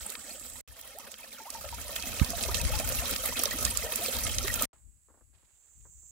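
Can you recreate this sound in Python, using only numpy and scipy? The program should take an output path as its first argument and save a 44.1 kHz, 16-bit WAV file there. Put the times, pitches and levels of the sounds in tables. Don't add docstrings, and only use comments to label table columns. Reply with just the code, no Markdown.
import sys
import numpy as np
from scipy import signal
from scipy.io import wavfile

SR = 44100
rng = np.random.default_rng(int(sys.argv[2]) if len(sys.argv) > 2 else 0)


def magnitude_from_level(level_db):
    exponent = np.asarray(level_db, float) / 20
    return 10 ** exponent


def wrap_up_sound(samples):
    columns = np.atleast_2d(samples).T
    tamed = np.clip(columns, -1, 1)
    steps = np.round(tamed * 32767).astype(np.int16)
    wavfile.write(sys.argv[1], SR, steps)


N = 269430
CUTOFF_HZ = 15900

# (start [s], end [s])
PLACES = [(0, .61), (0.676, 4.655), (4.731, 6.2)]
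# (centre [Hz], width [Hz], lift [dB])
BASIN = [(244, 17, 2), (522, 120, 5.9), (1267, 150, 9.03), (1824, 29, 7.8), (2140, 80, 4.4),
         (2554, 81, 7.06), (3182, 54, 8.9), (3877, 150, 3.8)]


def rms_one(x):
    return x / np.sqrt(np.mean(x ** 2) + 1e-20)


def in_time(*tables):
    s, *columns = np.transpose(np.vstack(tables))
    return [np.interp(np.arange(N) / SR, s, column) for column in columns]


def at_hz(points, hz):
    points = np.array(points)
    return np.interp(np.log(hz), np.log(points[:, 0]), points[:, 1])


def sides(left_right_db):
    return np.array([magnitude_from_level(left_right_db / 2), magnitude_from_level(-left_right_db / 2)])


def bandpass(x, order, low_hz, high_hz):
    return signal.sosfilt(signal.butter(order, [low_hz, high_hz], "band", fs=SR, output="sos"), x)


def drift(rate_hz):
    r = np.exp(-80 * np.pi * rate_hz / SR)
    noise = rng.standard_normal(N // 40 + 2002)
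    slow = signal.lfilter([1], [1, -2 * r, r * r], noise)[2000:]
    return np.interp(np.arange(N) / 40, np.arange(len(slow)), rms_one(slow))


def swell(clicks, attack_s, decay_s):
    up, down = np.exp(-1 / (attack_s * SR)), np.exp(-1 / (decay_s * SR))
    decaying = signal.lfilter([1], [1, -down], clicks + 1e-18)
    return signal.lfilter([1 - up], [1, -up], decaying)


def noise_bands(spectrum, low_hz, top_hz, count, alike=None):
    edges = np.geomspace(low_hz, top_hz, count + 1)
    white = rng.standard_normal((2, 2, N))
    for k, (low, high) in enumerate(zip(edges, edges[1:])):
        mid, side = bandpass(white[k % 2], 2, low, high)
        hz = np.sqrt(low * high)
        c = np.clip(at_hz(alike, hz), -1, 1) if alike else 0
        stereo = np.sqrt(1 + c) * mid + np.sqrt(1 - c) * side * [[1], [-1]]
        yield hz, magnitude_from_level(at_hz(spectrum, hz)) * stereo


def spray(spray_db, per_s=90, size_db=7.0, small_db=-1.5, patchy_db=3.0, colour_db=8.0, crackle_db=-2.0):
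    # (frequency [Hz], density [dB])
    spectrum = [(200, -8), (340, -22), (600, -11), (1000, -17), (1500, -13), (2500, -10), (4500, -7.5),
                (7000, -5), (15800, -5)]
    # (frequency [Hz], correlation [-1..1])
    likeness = [(200, 0.68), (380, 0.9), (600, 0.92), (950, 0.082), (2380, 0.43), (5980, -0.046),
                (15000, -0.51)]
    # (frequency [Hz], left-right [dB])
    lean = [(60, 1.5), (180, 6), (550, -4), (1650, 4.5), (4970, -7), (15000, -2.5)]
    small = np.flatnonzero(rng.random(N) < per_s / SR)
    small_size_db = size_db * np.minimum(rng.exponential(1, len(small)), 2.5) + small_db
    drop_sizes = magnitude_from_level(crackle_db * np.minimum(rng.exponential(1, N), 4))
    drops = (rng.random(N) < 1500 / SR) * drop_sizes
    crackle = rms_one(.65 + swell(drops, .0001, .0003))
    hiss, bands, together = 0, [], drift(20)
    for hz, noise in noise_bands(spectrum, 196, CUTOFF_HZ, count=20, alike=likeness):
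        ticks = np.roll(crackle, 9001 * int(np.log2(hz)))
        noise = noise * (1 + (ticks - 1) * min(hz / 4000, 1))
        clicks = np.zeros(N)
        clicks[small] = magnitude_from_level(small_size_db + colour_db * rng.standard_normal(len(small)))
        patches = magnitude_from_level(patchy_db * (0.57 * together + drift(36)))
        opening = patches * 0.98 + swell(clicks, 0.007, 0.0009 + 1.5 / hz)
        hiss = hiss + noise * opening * sides(at_hz(lean, hz))[:, None]
        bands.append((hz, noise))
    treble = bandpass(hiss.mean(0), 2, 2500, 6000)
    return magnitude_from_level(spray_db) * hiss / np.std(treble) + slaps(bands)


def slaps(bands):
    # (time [s], level [dB], brightest [Hz], length [s])
    slap_rows = [(0.1012, -34, 12500, 0.0035), (0.1531, -34.5, 2460, 0.0035), (0.397, -39, 7900, 0.0035),
                 (0.4994, -38, 8150, 0.0035), (0.5347, -43, 7900, 0.0035), (0.812, -36, 12500, 0.0035),
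                 (0.9857, -35.5, 12600, 0.0035), (1.1169, -38, 7550, 0.0035), (1.141, -39, 2580, 0.0035),
                 (1.5025, -29, 7610, 0.0035), (1.65, -40.5, 2770, 0.0035), (1.689, -40, 2590, 0.0035),
                 (1.9623, -27, 2600, 0.0035), (2.0243, -29.5, 4770, 0.0035), (2.1968, -28, 2188, 0.0035),
                 (2.246, -28, 5180, 0.0035), (2.3037, -25, 9870, 0.0035), (2.437, -27, 4070, 0.0035),
                 (2.5443, -20, 4290, 0.0035), (2.5696, -28, 4790, 0.0035), (2.614, -25, 6700, 0.0035),
                 (2.6504, -32.5, 2140, 0.0035), (2.7896, -25, 5020, 0.0035), (2.8898, -20.5, 12200, 0.0035),
                 (2.9227, -25, 6870, 0.0035), (3.1103, -26, 12100, 0.0035), (3.1364, -32.5, 3250, 0.0035),
                 (3.1617, -27, 3240, 0.0035), (3.258, -23, 11700, 0.0035), (3.392, -21.5, 12220, 0.0035),
                 (3.4354, -17.5, 11600, 0.0035), (3.456, -20.5, 5020, 0.0035), (3.5097, -28, 3140, 0.0035),
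                 (3.651, -15.5, 7310, 0.0035), (3.7726, -19.5, 12200, 0.0035),
                 (3.9576, -19.5, 12430, 0.0035), (4.061, -28.5, 3210, 0.0035),
                 (4.1674, -28.5, 4620, 0.0035), (4.2668, -27.5, 2140, 0.0035), (4.384, -20.5, 3930, 0.0035),
                 (4.4807, -27.5, 2165, 0.0035), (4.5404, -19.5, 8300, 0.0035),
                 (4.622, -20.5, 11940, 0.0035)]
    # (frequency [Hz], left-right [dB])
    slap_lean = [(2000, 3), (5000, -11), (12000, -6)]
    focus_db = 9
    out = np.zeros((2, N))
    for s, db, bright_hz, length_s in slap_rows:
        scale = max(length_s, .001) * SR
        t = np.arange(int(5 * scale)) / scale
        hump = t ** 0.29 * np.exp(-2.6 * t ** 0.77)
        i = int(s * SR)
        burst = 0
        for hz, noise in bands:
            focus = magnitude_from_level(-focus_db * min(np.log2(hz / bright_hz) ** 2, 2.6))
            burst = burst + noise[:, i:i + len(t)] * sides(at_hz(slap_lean, hz))[:, None] * focus
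        out[:, i:i + len(t)] += magnitude_from_level(db) * rms_one(burst) * hump / hump.max()
    return out


def bubbles(flow_db, count=4200, small_db=-4.0, size_db=4.5):
    # (frequency [Hz], level [dB])
    froth = [(200, 1.5), (260, -5), (340, -24.5), (580, 7.5), (900, 7), (1300, 3.5), (2200, 15),
             (3500, 15.5), (7000, 3.5)]
    # (delay [s], level [dB])
    wall = [(.0031, -27), (.0074, -16), (0.0117, -18.5)]
    swarm, large = np.zeros((2, N)), np.zeros((2, N))
    plunges = rng.random(500) * PLACES[1][1]
    for which, late, pitch, size, climb, life, side in rng.random((count, 7)):
        hz = 200 * 2 ** (5.1 * pitch)
        s = plunges[int(which * len(plunges))] - .012 * np.log(late + 0.00076)
        db = at_hz(froth, hz) - size_db * np.log(size + 0.011)
        cycles = 8 + 30 * life ** 2
        add_bubble(swarm, s, db, hz, cycles / hz, 10.0 * climb ** 3, .0001 * (side - .4))
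    rows = large_bubbles(flow_db)
    for (s, db, hz, length_s, rise), brood in zip(rows, rng.random((len(rows), 4, 3))):
        add_bubble(large, s, db, hz, max(length_s, .005), rise, .00003)
        for late, pitch, size in brood:
            young_hz = hz * 2 ** (2.2 * pitch - .5)
            add_bubble(large, s + .010 * late, db - 5 - 8 * size, young_hz, 9 / hz, rise, .00005)
    out = magnitude_from_level(flow_db + small_db) * basin(rms_one(swarm)) + large
    return out + sum(magnitude_from_level(db) * np.roll(out[::-1], int(s * SR), axis=1) for s, db in wall)


def large_bubbles(flow_db, count=40):
    # (time [s], level [dB], start [Hz], length [s])
    glugs = [(0.305, -39.5, 4340, .022), (0.346, -46, 534, 0.024), (1.239, -43, 610, 0.0097),
             (1.382, -43.5, 1350, .023), (1.4, -41.5, 880, 0.087), (1.549, -36, 893, .053),
             (1.642, -36, 593, 0.022), (1.726, -35, 917, 0.033), (1.783, -38, 1325, 0.0072),
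             (1.892, -37, 570, 0.024), (2.068, -40, 235, 0.044), (2.289, -37.5, 220, 0.043),
             (2.331, -31.5, 680, 0.039), (2.484, -30, 514, 0.0067), (2.735, -34, 848, 0.07),
             (3.034, -35, 543, 0.019), (3.434, -34, 1200, .012), (3.458, -31, 563, 0.022),
             (3.514, -28.5, 1890, 0.015), (3.539, -35, 255, .017), (3.836, -36, 462, 0.11),
             (3.86, -37.5, 617, 0.034), (3.99, -33.5, 464, .015), (4.047, -33.5, 2350, .024),
             (4.073, -39.5, 239, 0.045), (4.263, -35, 2105, .019), (4.444, -30.5, 386, 0.026),
             (4.499, -25.5, 1890, 0.02), (4.574, -36, 1370, .024), (4.616, -29, 1240, 0.024)]
    # (time [s], level [dB], start [Hz], length [s])
    whoops = [(0.106, -54, 1148, 0.065), (0.15, -55, 860, 0.078), (0.949, -48, 532, 0.07),
              (1.454, -43.5, 720, 0.055)]
    climb_oct, whoop_oct_per_s = 0.059, 17
    crowd_db, crowd_cycles = 7, 8.8
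    rows = [(s, db, hz, length_s, climb_oct / length_s) for s, db, hz, length_s in glugs]
    rows += [(*row, whoop_oct_per_s) for row in whoops]
    for when, hollow, pitch, size in rng.random((count, 4)):
        s = when * PLACES[1][1]
        hz = BASIN[int(5 * hollow ** 2)][0] * 2 ** (.4 * pitch - .15)
        db = flow_db[int(s * SR)] + crowd_db - 6 * size
        rows.append((s, db, hz, 0.0098 + crowd_cycles / hz / 2, climb_oct * hz / crowd_cycles))
    return rows


def add_bubble(out, s, db, hz, length_s, rise_oct_per_s, lag_s):
    t = np.arange(int(1.3 * length_s * SR)) / SR
    fade = magnitude_from_level(db - 30 * (t / length_s) ** (1 + .25 * rise_oct_per_s))
    i = int(s * SR)
    for ch, late_s in enumerate((lag_s, -lag_s)):
        phase = 2 * np.pi * (np.cumsum(hz * 2 ** (rise_oct_per_s * t)) / SR + hz * late_s)
        tone = fade * np.minimum(t / 0.0018, 1) * np.sin(phase)
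        out[ch, i:i + len(t)] += tone[:N - i]


def basin(x):
    out = x.copy()
    for hz, width_hz, db in BASIN:
        r = np.exp(-np.pi * width_hz / SR)
        zeros = [(1 - r * r) / 2, 0, (r * r - 1) / 2]
        poles = [1, -2 * r * np.cos(2 * np.pi * hz / SR), r * r]
        out += (magnitude_from_level(db) - 1) * signal.lfilter(zeros, poles, x)
    return out


def wind(lumpy_db=4.0):
    # (time [s], level [dB], left-right [dB])
    gusts = [
        [(0.0, -47, 13), (0.102, -69, -11), (0.536, -52, -5.5)],
        [(0.69, -60, 9), (0.96, -64, 1), (1.424, -69.5, -10), (1.648, -49, 5), (2.1, -44, -6)],
        [(2.35, -41, -6), (2.68, -26.5, 2), (3.1, -45.5, 10), (3.47, -45.5, 6.5), (3.69, -34.5, 10),
         (3.97, -53.5, 12), (4.31, -34, 2), (4.64, -36.5, 2.5)],
        [(4.75, -68.5, 22.5), (5.732, -76, 19), (5.776, -62, 24.5), (6.1, -66, 11)],
    ]
    # (frequency [Hz], density [dB])
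    spectrum = [(18, -37), (30, -4), (49, 9.5), (70, 7), (162, -18.5), (262, -22.5), (300, -19), (390, -49),
                (660, -120)]
    # time [s], level [dB], left-right [dB]
    jolt_s, jolt_db, jolt_pan_db = (2.217, -3.5, -22.5)
    db, pan_db = in_time(*gusts)
    lumps_db = 2.5 * np.array([drift(9), drift(9)])
    low = 0
    for hz, noise in noise_bands(spectrum, 30.6, 300, count=5):
        low = low + noise * magnitude_from_level(lumps_db + lumpy_db * np.array([drift(22), drift(17)]))
    t = np.arange(N) / SR - jolt_s
    suction = -np.exp(-(t / 0.0015) ** 2)
    rebound = 0.22 * np.exp(-((t - .006) / 0.0019) ** 2)
    after_swing = -.35 * np.exp(-((t - .014) / 0.0024) ** 2)
    jolt = magnitude_from_level(jolt_db) * np.array([[magnitude_from_level(jolt_pan_db)], [1]]) * (suction + rebound + after_swing)
    return magnitude_from_level(db) * sides(pan_db) * rms_one(low) + jolt


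def cicadas(width_hz=2200, clicks_per_s=2500, overtone_db=-14.5):
    # (time [s], level [dB], centre [Hz])
    chorus = [
        [(0.0, -48, 7940), (0.06, -51, 7970), (0.6, -50, 7790)],
        [(4.74, -67.5, 7730), (5.376, -72, 7640), (5.606, -65, 7490), (5.974, -57.5, 7400), (6.1, -55, 7270)],
    ]
    lean_db = -8.5
    db, hz = in_time(*chorus)
    db[int(PLACES[0][1] * SR):int(PLACES[2][0] * SR)] = -120
    clicks = (rng.random((2, N)) < clicks_per_s / SR) * rng.standard_normal((2, N))
    clicks = clicks + rng.standard_normal((2, N))
    base = signal.sosfilt(signal.butter(4, width_hz / 2, fs=SR, output="sos"), clicks)
    base = base + 2.0 * signal.sosfilt(signal.butter(2, 300, fs=SR, output="sos"), clicks[::-1])
    turn = 2 * np.pi * np.cumsum(hz) / SR
    overtone = magnitude_from_level(overtone_db) * np.sin(2 * turn)
    song = base * np.cos(turn) + base[::-1, ::-1] * (np.sin(turn) + overtone)
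    return magnitude_from_level(db) * sides(lean_db)[:, None] * rms_one(song)


def path():
    return (wood_air() + rustle() + knocks()) * (np.arange(N) / SR > PLACES[1][1])


def wood_air(top_db=-81):
    # (frequency [Hz], density [dB])
    spectrum = [(120, -37), (200, -19), (719, -19.5), (2540, -19), (3590, -26.5), (4730, -10), (5470, -41),
                (7890, -28), (10600, -5.5), (15800, -30)]
    air = sum(noise for hz, noise in noise_bands(spectrum, 210, CUTOFF_HZ, count=13))
    top = signal.sosfilt(signal.butter(4, 9800, "high", fs=SR, output="sos"), air.mean(0))
    return magnitude_from_level(top_db) * air / np.std(top)


def rustle():
    # (time [s], low level [dB], treble level [dB])
    levels = [(4.73, -62.5, -73), (4.878, -101, -100), (5.122, -107, -88), (5.324, -99, -100),
              (5.336, -79, -77.5), (6.1, -89, -87)]
    low_db, high_db = in_time(levels)
    grain = rng.standard_normal((2, 2, N)) * magnitude_from_level(2.9 * np.array([drift(90), drift(48)]))[:, None]
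    low = bandpass(grain[0] + grain[0, 0], 2, 250, 1500)
    high = bandpass(grain[1], 2, 1600, 4500)
    return magnitude_from_level(low_db) * rms_one(low) + magnitude_from_level(high_db) * rms_one(high) * sides(-8.0)[:, None]


def knocks(cut_hz=1640):
    # (time [s], peak [dB], decay [s])
    knock_rows = [(4.727, -50.5, 0.0098), (5.085, -52, 0.012), (5.098, -54.5, 0.02), (5.14, -56.5, 0.013),
                  (5.174, -55.5, 0.022), (5.209, -57, 0.011), (5.331, -65, 0.012), (5.429, -61, 0.013),
                  (5.503, -71, 0.012), (5.578, -70, 0.012), (5.852, -51.5, 0.014), (6.03, -67, 0.012)]
    out = np.zeros((2, N))
    t = np.arange(SR // 10) / SR
    bursts = rng.standard_normal((len(knock_rows), 2, len(t)))
    for (s, db, decay_s), burst in zip(knock_rows, bursts):
        knock = bandpass((burst + burst[0]) * np.exp(-t / decay_s), 4, 200, cut_hz)
        knock = signal.lfilter([.1], [1, -.9], knock)
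        i = int(s * SR)
        out[:, i:i + len(t)] += magnitude_from_level(db) * knock[:, :N - i] / np.abs(knock).max()
    return out


def scene():
    # (time [s], flow [dB])
    stream = [
        [(0.03, -54.5), (0.396, -57), (0.56, -55.5)],
        [(0.72, -61), (1.01, -58.5), (1.24, -59.5), (2.03, -48.5), (2.15, -45.5), (3.25, -44), (4.5, -45.5),
         (4.57, -43.5)],
    ]
    flow_db, = in_time(*stream)
    t = np.arange(N) / SR
    water = (basin(spray(flow_db)) + bubbles(flow_db)) * (t < PLACES[2][0])
    sounding = 0
    for start_s, end_s in PLACES:
        tail = magnitude_from_level(-114 - 1340 * np.maximum(t - end_s, 0))
        sounding = sounding + (t >= start_s) * np.where(t < end_s, 1, tail)
    return (water + wind() + cicadas() + path()) * sounding


def band_limit(x):
    return signal.sosfilt(signal.butter(12, 16990, fs=SR, output="sos"), x)


def record(dry):
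    mix = signal.sosfilt(signal.butter(2, 34, "high", fs=SR, output="sos"), dry)
    mix = signal.sosfilt(signal.cheby2(12, 30, CUTOFF_HZ + 150, fs=SR, output="sos"), mix)
    return band_limit(mix)


dry = scene()
out = record(dry)
wrap_up_sound(out)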